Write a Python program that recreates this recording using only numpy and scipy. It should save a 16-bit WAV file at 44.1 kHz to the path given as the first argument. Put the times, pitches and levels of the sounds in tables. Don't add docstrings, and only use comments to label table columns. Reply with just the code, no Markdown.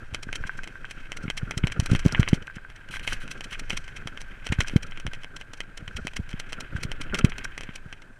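import sys
import numpy as np
from scipy import signal
from scipy.fft import rfft, irfft
from scipy.io import wavfile

SR = 44100
rng = np.random.default_rng(int(sys.argv[2]) if len(sys.argv) > 2 else 0)


def waveform_to_disk(signal):
    frames = np.transpose(np.atleast_2d(signal))
    scaled = np.clip(frames, -1, 1) * 32767
    samples = np.round(scaled).astype(np.int16)
    wavfile.write(sys.argv[1], SR, samples)


N = 361179


def amp(db):
    return 10 ** (np.asarray(db) / 20)


def evened(x):
    return x / np.sqrt(np.mean(x ** 2) + 1e-20)


def add(mix, s, sound):
    part = mix[max(round(s * SR), 0):][:len(sound)]
    part += sound[:len(part)]


def soften(x, hz):
    low_pass = signal.butter(2, min(hz, SR / 2.5), fs=SR, output="sos")
    return signal.sosfilt(low_pass, x)


def ring(x, hz, width_hz):
    r = np.exp(-np.pi * width_hz / SR)
    return signal.lfilter([1 - r, 0, r - 1], [1, -2 * r * np.cos(2 * np.pi * hz / SR), r * r], x)


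def shell(x, modes):
    tick = np.eye(1, 2048)[0]
    answer = np.zeros(len(tick))
    for k, (hz, width_hz, db) in enumerate(modes):
        answer += (-1) ** k * amp(db) * ring(tick, hz, width_hz)
    return signal.oaconvolve(x, answer / np.linalg.norm(answer))[:N]


def coloured(spectrum):
    hz, db = np.transpose(spectrum)
    f = np.fft.rfftfreq(N, 1 / SR)
    weight = amp(np.interp(np.log(f + 1), np.log(hz), db))
    return evened(irfft(rfft(rng.standard_normal(N)) * weight, N))


def lumps(cutoff_hz, depth_db):
    low_pass = signal.butter(2, cutoff_hz, fs=SR, output="sos")
    slow = signal.sosfilt(low_pass, rng.standard_normal(N))
    return evened(amp(depth_db * evened(slow)))


def grit(per_s, spread_db):
    size = amp(spread_db * np.minimum(rng.exponential(1, N), 4))
    sign = rng.choice([-1., 1.], N)
    return evened(size * sign * (rng.random(N) < per_s / SR))


# time in seconds, relative levels of wind, gravel crunch and
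# gravel hiss in dB.
RIDE = [(0.0, -38.5, -54.5, -72), (0.26, -38, -57.5, -75), (0.46, -32.5, -47, -66), (0.7, -42, -54, -72),
        (1.2, -38.5, -52.5, -72), (1.6, -34, -52.5, -70), (2.2, -25.5, -42, -62), (2.5, -42, -57.5, -90),
        (2.85, -42, -55, -85), (3.1, -31.5, -47, -63), (3.4, -39, -51.5, -72), (3.75, -34, -51, -65),
        (4.3, -40, -52.5, -76), (4.62, -31, -47, -77), (4.85, -37, -51.5, -87), (5.5, -42, -57, -95),
        (6.0, -37.5, -55.5, -67), (6.6, -38.5, -50.5, -91), (7.16, -26.5, -48.5, -81), (7.4, -34, -46, -78),
        (8.19, -48, -66.5, -83)]


def ride_db(axis):
    rows = np.transpose(RIDE)
    return np.interp(np.arange(N) / SR, rows[0], rows[axis])


# frequency in Hz, relative spectral level in dB.
WIND_SPECTRUM = [(6, -32), (12, 5.5), (36, -13), (70, -22), (150, -25), (400, -82), (3000, -130)]
SHAKE_SPECTRUM = [(40, -43), (100, 3), (250, -2.5), (570, -11), (1000, -31), (1400, -3), (3000, -52),
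                  (9500, -61), (12500, -95)]
AIR_SPECTRUM = [(600, 17.5), (1500, 9.5), (3200, -29), (3650, -39), (4100, -16), (4600, -37), (6000, -8),
                (9000, -3), (12500, -31), (16000, -60)]
AIR_DB = -62
WIND_REF_DB = -38
SHAKE_DB, SHAKE_PER_DB = -49.5, 0.92


def rumble():
    wind_db = ride_db(axis=1)
    wind = coloured(WIND_SPECTRUM) * lumps(4.7, 1.2) * amp(wind_db)
    shake_db = SHAKE_DB + SHAKE_PER_DB * (wind_db - WIND_REF_DB)
    shake = coloured(SHAKE_SPECTRUM) * lumps(21.4, 6.64) * amp(shake_db)
    air = amp(AIR_DB) * coloured(AIR_SPECTRUM)
    return wind + shake + air


# frequency in Hz, width in Hz under gravel.
CAVITY = (1560, 91)
# frequency in Hz, width in Hz, relative level in dB.
SHELL_MIDDLE = [(1400, 880, 2.5), (2165, 263, 11.5), (2543, 208, 11), (3134, 217, 11), (4000, 75, -3)]
SHELL_TREBLE = [(4100, 360, 3), (5805, 605, 5), (7870, 1050, -1), (9420, 920, -5), (12900, 1100, -21),
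                (6950, 2200, -17.5)]
CRUNCH_REF_DB = -54
DRONE_DB, DRONE_PER_DB = -52.5, 0.42


def gravel():
    crunch_db = ride_db(axis=2)
    drive = lumps(40, 3.0) * (.6 * grit(2500, 3.5) + .7 * rng.standard_normal(N))
    roll = .5 * drive + .8 * rng.standard_normal(N) * lumps(40, 2.0)
    drone_gain = amp(DRONE_DB + DRONE_PER_DB * (crunch_db - CRUNCH_REF_DB))
    drone = evened(ring(roll, *CAVITY)) * drone_gain
    crunch = shell(evened(soften(drive, 1980)) * amp(crunch_db - 7.5), SHELL_MIDDLE)
    fine = lumps(25, 2.5) * amp(ride_db(axis=3)) * grit(5000, 2.5)
    hiss = soften(shell(fine, SHELL_TREBLE), 10500)
    return drone + crunch + hiss


# start in seconds, relative level in dB, settled pitch in Hz,
# direction (+1 push, -1 pull).
JOLTS = [(0.126, -29.5, 65, 1), (0.269, -32, 151, -1), (0.4063, -30, 54, 1), (0.4508, -32, 100, -1),
         (1.2387, -26.5, 126, -1), (1.253, -26, 130, 1), (1.2796, -25.5, 133, 1), (1.43, -20.5, 93, 1),
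         (1.571, -21.5, 101, -1), (1.629, -28, 66, -1), (1.6388, -11, 111, 1), (1.6472, -25, 55, -1),
         (1.7926, -13, 78.4, 1), (1.8234, -26.5, 105, -1), (1.9162, -10, 96, 1), (1.9313, -12.5, 150, -1),
         (1.9476, -16.5, 95, 1), (2.0512, -17.5, 170, -1), (2.06, -5.5, 130, 1), (2.1943, -7.5, 101, 1),
         (2.208, -23, 45, 1), (2.33, -6, 137, 1), (2.5668, -32.5, 126, 1), (4.057, -31, 115, 1),
         (4.5, -21, 59.6, -1), (4.522, -18, 124, 1), (4.5872, -15, 75.4, 1), (4.735, -25, 153, -1),
         (4.7594, -6, 121, 1), (5.051, -29, 123, 1), (5.059, -26.5, 44, -1), (5.0786, -30.5, 111, 1),
         (5.8236, -33.5, 95, 1), (5.8782, -34, 78, 1), (5.95, -29.5, 42.2, -1), (6.016, -33, 44.7, 1),
         (6.0497, -28.5, 175, 1), (6.1917, -27.5, 155, -1), (6.1971, -23, 81, 1), (6.339, -25, 117, -1),
         (6.7502, -21.5, 77, 1), (6.8501, -23.5, 102, -1), (7.2436, -5, 116, 1), (7.69, -30.5, 142, 1),
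         (7.8601, -34, 94, 1)]


def jolts():
    out, after = np.zeros(N), np.zeros(N)
    for s, db, hz, way in JOLTS:
        turns = hz * np.arange(int(2.2 * SR / hz)) / SR
        phase = turns + 0.11 * (1 - np.exp(-turns / 0.13))
        envelope = (turns / 0.24 * np.exp(1 - turns / 0.31)) ** 2.14
        add(out, s, np.sign(way) * amp(db) * envelope * np.sin(2 * np.pi * phase))
        t = np.arange(4000) / SR / 0.0062
        add(after, s, amp(db) * t * np.exp(-t))
    shudder = after * evened(ring(rng.standard_normal(N), 190, 112))
    return out + amp(-19.0) * shudder


# start in seconds, relative level in dB, contact length in ms,
# relative treble against middle in dB.
RATTLES = [(0.1381, -34.5, 2.4, -10), (0.146, -23, 1.7, -6), (0.2304, -32, 3.7, -0.5),
           (0.3283, -26, 1.6, -8.5), (0.356, -26.5, 3.3, -1), (0.439, -38, 1.8, -25),
           (0.472, -35, 5.8, -4.5), (0.6342, -34.5, 1.7, -8), (0.641, -34.5, 2, -7),
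           (0.6748, -34.5, 1.7, -5.5), (0.575, -46.5, 8.8, -0.5), (0.852, -39.5, 1.1, -13),
           (0.9106, -30, 3.2, -3.5), (1.119, -27, 1.35, -7.5), (1.17, -31.5, 3.7, -2.5),
           (1.28, -26.5, 2.2, -42), (1.3011, -22, 1.5, -7), (1.375, -27.5, 7.2, -3.5),
           (1.5098, -22.5, 1.55, -8.5), (1.577, -29, 3.4, 2.5), (1.637, -19, 2.9, -59),
           (1.6711, -23, 1.5, -7), (1.7, -33, 1.1, -31), (1.721, -26.5, 4.1, -7.5), (1.8, -25, 1.63, 0),
           (1.8602, -27.5, 2, 0), (1.9138, -32.5, 4.4, 0), (1.9333, -32.5, 6.2, -5),
           (1.9505, -17.5, 1.6, -15), (1.96, -35, 5.1, -1), (1.9936, -29.5, 3, -1.5),
           (2.0516, -35, 5.7, -3), (2.063, -30, 1.1, -3.5), (2.0818, -32.5, 2.7, -3),
           (2.1235, -36, 1.7, 9.5), (2.1476, -13.5, 1.6, -45), (2.1984, -38.5, 0.76, 1.5),
           (2.204, -31.5, 2.3, 0), (2.2301, -25, 0.67, -21), (2.277, -20.5, 1.1, -37), (2.287, -29, 2, 4.5),
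           (2.3321, -25.5, 1.2, -15), (2.3417, -37.5, 8.2, 0.5), (2.4238, -38.5, 2.8, -10),
           (2.4705, -38, 2.6, -9.5), (2.5574, -39.5, 4.9, -4.5), (2.5685, -35.5, 2.8, -40),
           (2.701, -40, 1.6, -8), (2.761, -41, 3.3, -6.5), (2.8881, -40, 2, -8.5), (2.9438, -34, 7.8, -14),
           (2.9592, -27.5, 1.5, -19), (2.9953, -35.5, 2, -6), (3.076, -20, 2, -8.5), (3.13, -26, 3.2, -0.5),
           (3.278, -34.5, 1.6, -12), (3.313, -31, 5.6, -1), (3.4081, -29.5, 1.3, -9),
           (3.4427, -32, 4.5, -2.5), (3.5284, -28, 7.8, -12), (3.545, -32.5, 9.6, -20), (3.595, -30, 3, -2),
           (3.6978, -30.5, 2.1, -2.5), (3.7043, -21.5, 1.9, -7), (3.7229, -37, 4.5, -7),
           (3.7315, -29, 2.8, -13), (3.7578, -38, 12, -30), (3.772, -26.5, 5, -3), (3.8793, -33.5, 1.9, -9),
           (3.9651, -34, 9.5, -8.5), (4.0735, -24, 1.7, -8.5), (4.1743, -31.5, 1.4, -12.5),
           (4.2066, -37.5, 5.2, -5), (4.216, -40.5, 1.4, 3.5), (4.464, -32.5, 2.8, -11),
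           (4.4684, -28, 1.1, -5.5), (4.4893, -34, 2, -10), (4.5237, -16.5, 2.5, -11.5),
           (4.589, -34, 2.8, -11), (4.6054, -14.5, 2.4, -7), (4.635, -51, 1.2, 7), (4.6741, -33, 2.1, -7),
           (4.6823, -30, 3.2, -2.5), (4.6965, -34, 1.2, -11), (4.7637, -27, 2.7, -6),
           (4.829, -32, 4.5, -3.5), (4.867, -46.5, 5.9, -2.5), (4.911, -47, 1.7, 0),
           (4.921, -32.5, 1.2, -29), (4.974, -31.5, 1.9, -13), (4.9997, -33.5, 2.1, -5.5),
           (5.0665, -24, 1.37, -11), (5.134, -29.5, 1.8, -9.5), (5.148, -39, 4.4, -8),
           (5.234, -35.5, 2.4, -10), (5.245, -36.5, 0.58, -14.5), (5.365, -33, 3.9, -5),
           (5.4121, -30.5, 2, -12), (5.535, -33.5, 2.2, -3), (5.6045, -26.5, 1.44, -7),
           (5.775, -31.5, 2.9, -3.5), (5.8785, -31, 2, -12), (5.9672, -29, 4.4, -2.5),
           (6.0704, -25.5, 1.2, -6), (6.08, -33, 1.5, -13), (6.135, -38, 1.7, -9),
           (6.1657, -25.5, 4.6, -4.5), (6.2916, -40.5, 2.6, -4), (6.313, -40, 2, -5), (6.33, -34, 1.5, -15),
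           (6.3985, -27, 3.2, -3), (6.5235, -35.5, 1.3, -3), (6.5297, -26.5, 1.7, -5.5),
           (6.6057, -28.5, 2.8, -2), (6.7643, -38.5, 11, -8.5), (6.8335, -28.5, 3.8, 1.5),
           (6.9168, -26, 1.3, -8), (7.0139, -28, 4, -4), (7.097, -34, 2, -37), (7.1449, -18.5, 2, -9),
           (7.1504, -23, 2.6, -9), (7.1745, -35, 4.5, -5), (7.1887, -24, 3.2, -2.5), (7.2107, -29, 2, -28),
           (7.2476, -22, 3.2, -5), (7.2968, -36.5, 3.1, -3), (7.3202, -25.5, 1.2, -33),
           (7.3824, -27.5, 2.2, -6), (7.445, -30, 3.7, -0.5), (7.5784, -27, 1.6, -8.5),
           (7.6089, -30, 1.3, -8), (7.6344, -34, 2.1, -5.5), (7.69, -29.5, 1.9, -60), (7.7571, -34, 3.8, 0),
           (7.927, -31, 1.7, -11), (8.02, -39.5, 2.2, -10.5)]
FAINT_PER_S, FAINT_DB, FAINT_SPREAD_DB, FAINT_MS, FAINT_TREBLE_DB = 6, 8, 1.5, 8.1, -11
BOUNCE_MS, BOUNCE_SCATTER_MS, BOUNCE_DB, BOUNCE_DB_PER_MS = 7.5, 0.9, -3.5, -2.5
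BOUNCE_LENGTH_MS, BOUNCE_DULL_DB = 1.5, -7.5


def all_rattles():
    u = rng.random((round(FAINT_PER_S * N / SR), 4))
    at = u[:, 0] * (N - 1)
    faint_db = ride_db(axis=2)[at.astype(int)] + FAINT_DB + FAINT_SPREAD_DB * (2 * u[:, 1] - 1)
    faint = np.c_[at / SR, faint_db, FAINT_MS * (.5 + u[:, 2]), 2 * FAINT_TREBLE_DB * u[:, 3]]
    s, db, ms, treble_db = np.r_[faint, RATTLES].T
    late_ms = BOUNCE_MS + BOUNCE_SCATTER_MS * rng.uniform(-1, 1, len(s))
    bounce_db = db + BOUNCE_DB + BOUNCE_DB_PER_MS * ms
    bounce_length = np.full(len(s), BOUNCE_LENGTH_MS)
    bounces = np.c_[s + late_ms / 1000, bounce_db, bounce_length, treble_db + BOUNCE_DULL_DB]
    return np.r_[np.c_[s, db, ms, treble_db], bounces]


def rattles():
    middle, treble, blows = np.zeros(N), np.zeros(N), np.zeros(N)
    ms = np.arange(-300, 1300) / SR * 1000
    rows = all_rattles()
    shape = (len(rows), len(ms))
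    chatter = 0.63 * rng.standard_normal(shape) + 0.58 * np.resize(grit(1500, 0.49), shape)
    for (s, db, length, treble_db), noise in zip(rows, chatter):
        length = max(length, .3)
        start = s + ms[0] / 1000
        contact = np.exp(-(abs(ms - 0.33 * length) / (0.99 * length)) ** 1.23)
        shiver = 0.33 * (ms > 0) * np.exp(-abs(ms) / 8)
        blow = 16.34 / length * amp(0.032 * (db + 3)) * (ms == 0)
        drive = blow + noise * (contact + shiver)
        add(middle, start, amp(db) * soften(drive, 2000 + 5000 * amp(.5 * treble_db)))
        add(treble, start, amp(db + treble_db) * (drive - 0.076 * blow))
        add(blows, start, amp(db + .5 * treble_db) * blow)
    push = amp(13.0) * soften(blows, 1050)
    ringing = shell(middle, SHELL_MIDDLE) + amp(-1.5) * shell(treble, SHELL_TREBLE)
    return amp(-4.0) * (ringing + push)


# start in seconds, relative level in dB.
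KNOCKS = [(0.2894, -36), (0.4385, -31.5), (0.4942, -27.5), (0.5903, -34), (0.7553, -40), (0.845, -34),
          (1.399, -44), (1.8684, -37), (1.92, -35.5), (2.058, -39), (2.0923, -35.5), (2.179, -34.5),
          (2.4785, -35.5), (2.499, -39), (2.583, -39.5), (2.649, -40), (2.939, -33.5), (2.969, -37),
          (3.0497, -39), (3.124, -29), (3.218, -39.5), (3.5544, -40), (4.022, -42), (4.586, -35),
          (4.6459, -37.5), (6.7636, -34.5), (7.1256, -35), (7.1654, -40), (7.452, -30.5)]


def knocks():
    blows = np.zeros(N)
    t = np.arange(60) / SR
    blow = np.sin(2 * np.pi * CAVITY[0] * t) * np.hanning(len(t))
    for s, db in KNOCKS:
        add(blows, s, amp(db) * blow)
    return amp(23.0) * ring(blows, CAVITY[0], 76) + amp(7.0) * blows


# start in seconds, length in seconds, relative level in dB.
SKIDS = [(2.907, 0.062, -52.5), (3.027, 0.023, -56), (3.067, .075, -51.5), (3.201, 0.036, -57.5),
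         (3.506, 0.034, -57), (3.296, 0.043, -66), (3.708, 0.038, -61), (4.704, 0.037, -65)]
# frequency in Hz, relative spectral level in dB.
SCRAPE_SPECTRUM = [(2500, -18), (4000, 11.5), (6000, -3), (9500, 7), (12500, -5), (14800, -9), (15800, -30)]
SKID_RISE_S, SKID_FALL_S, SKID_MIDDLE_DB = 0.0027, 0.008, 11.5


def skids():
    t, gate = np.arange(N) / SR, np.zeros(N)
    for s, length, db in SKIDS:
        rise = np.clip((t - s) / SKID_RISE_S, 0, 1)
        fall = np.exp(-np.maximum(t - s - length, 0) / SKID_FALL_S)
        gate += amp(db) * rise * fall
    grains = gate * lumps(60, 2.0) * grit(6000, 2.5)
    ringing = shell(grains, SHELL_TREBLE) + amp(SKID_MIDDLE_DB) * shell(grains, SHELL_MIDDLE)
    scrape = amp(-1.0) * gate * coloured(SCRAPE_SPECTRUM)
    return ringing + scrape


def scene():
    return (rumble() + gravel() + jolts() + rattles() + knocks() + skids())[None]


MIC_HZ, EDGE_HZ = 14500, 15900


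def record(dry):
    mic = signal.butter(10, MIC_HZ, fs=SR, output="sos")
    dull = signal.sosfilt(mic, dry)
    band_limit = signal.firwin(511, EDGE_HZ, window=("kaiser", 9), fs=SR)
    return signal.oaconvolve(dull, band_limit[None], "same")


dry = scene()
out = record(dry)
waveform_to_disk(out)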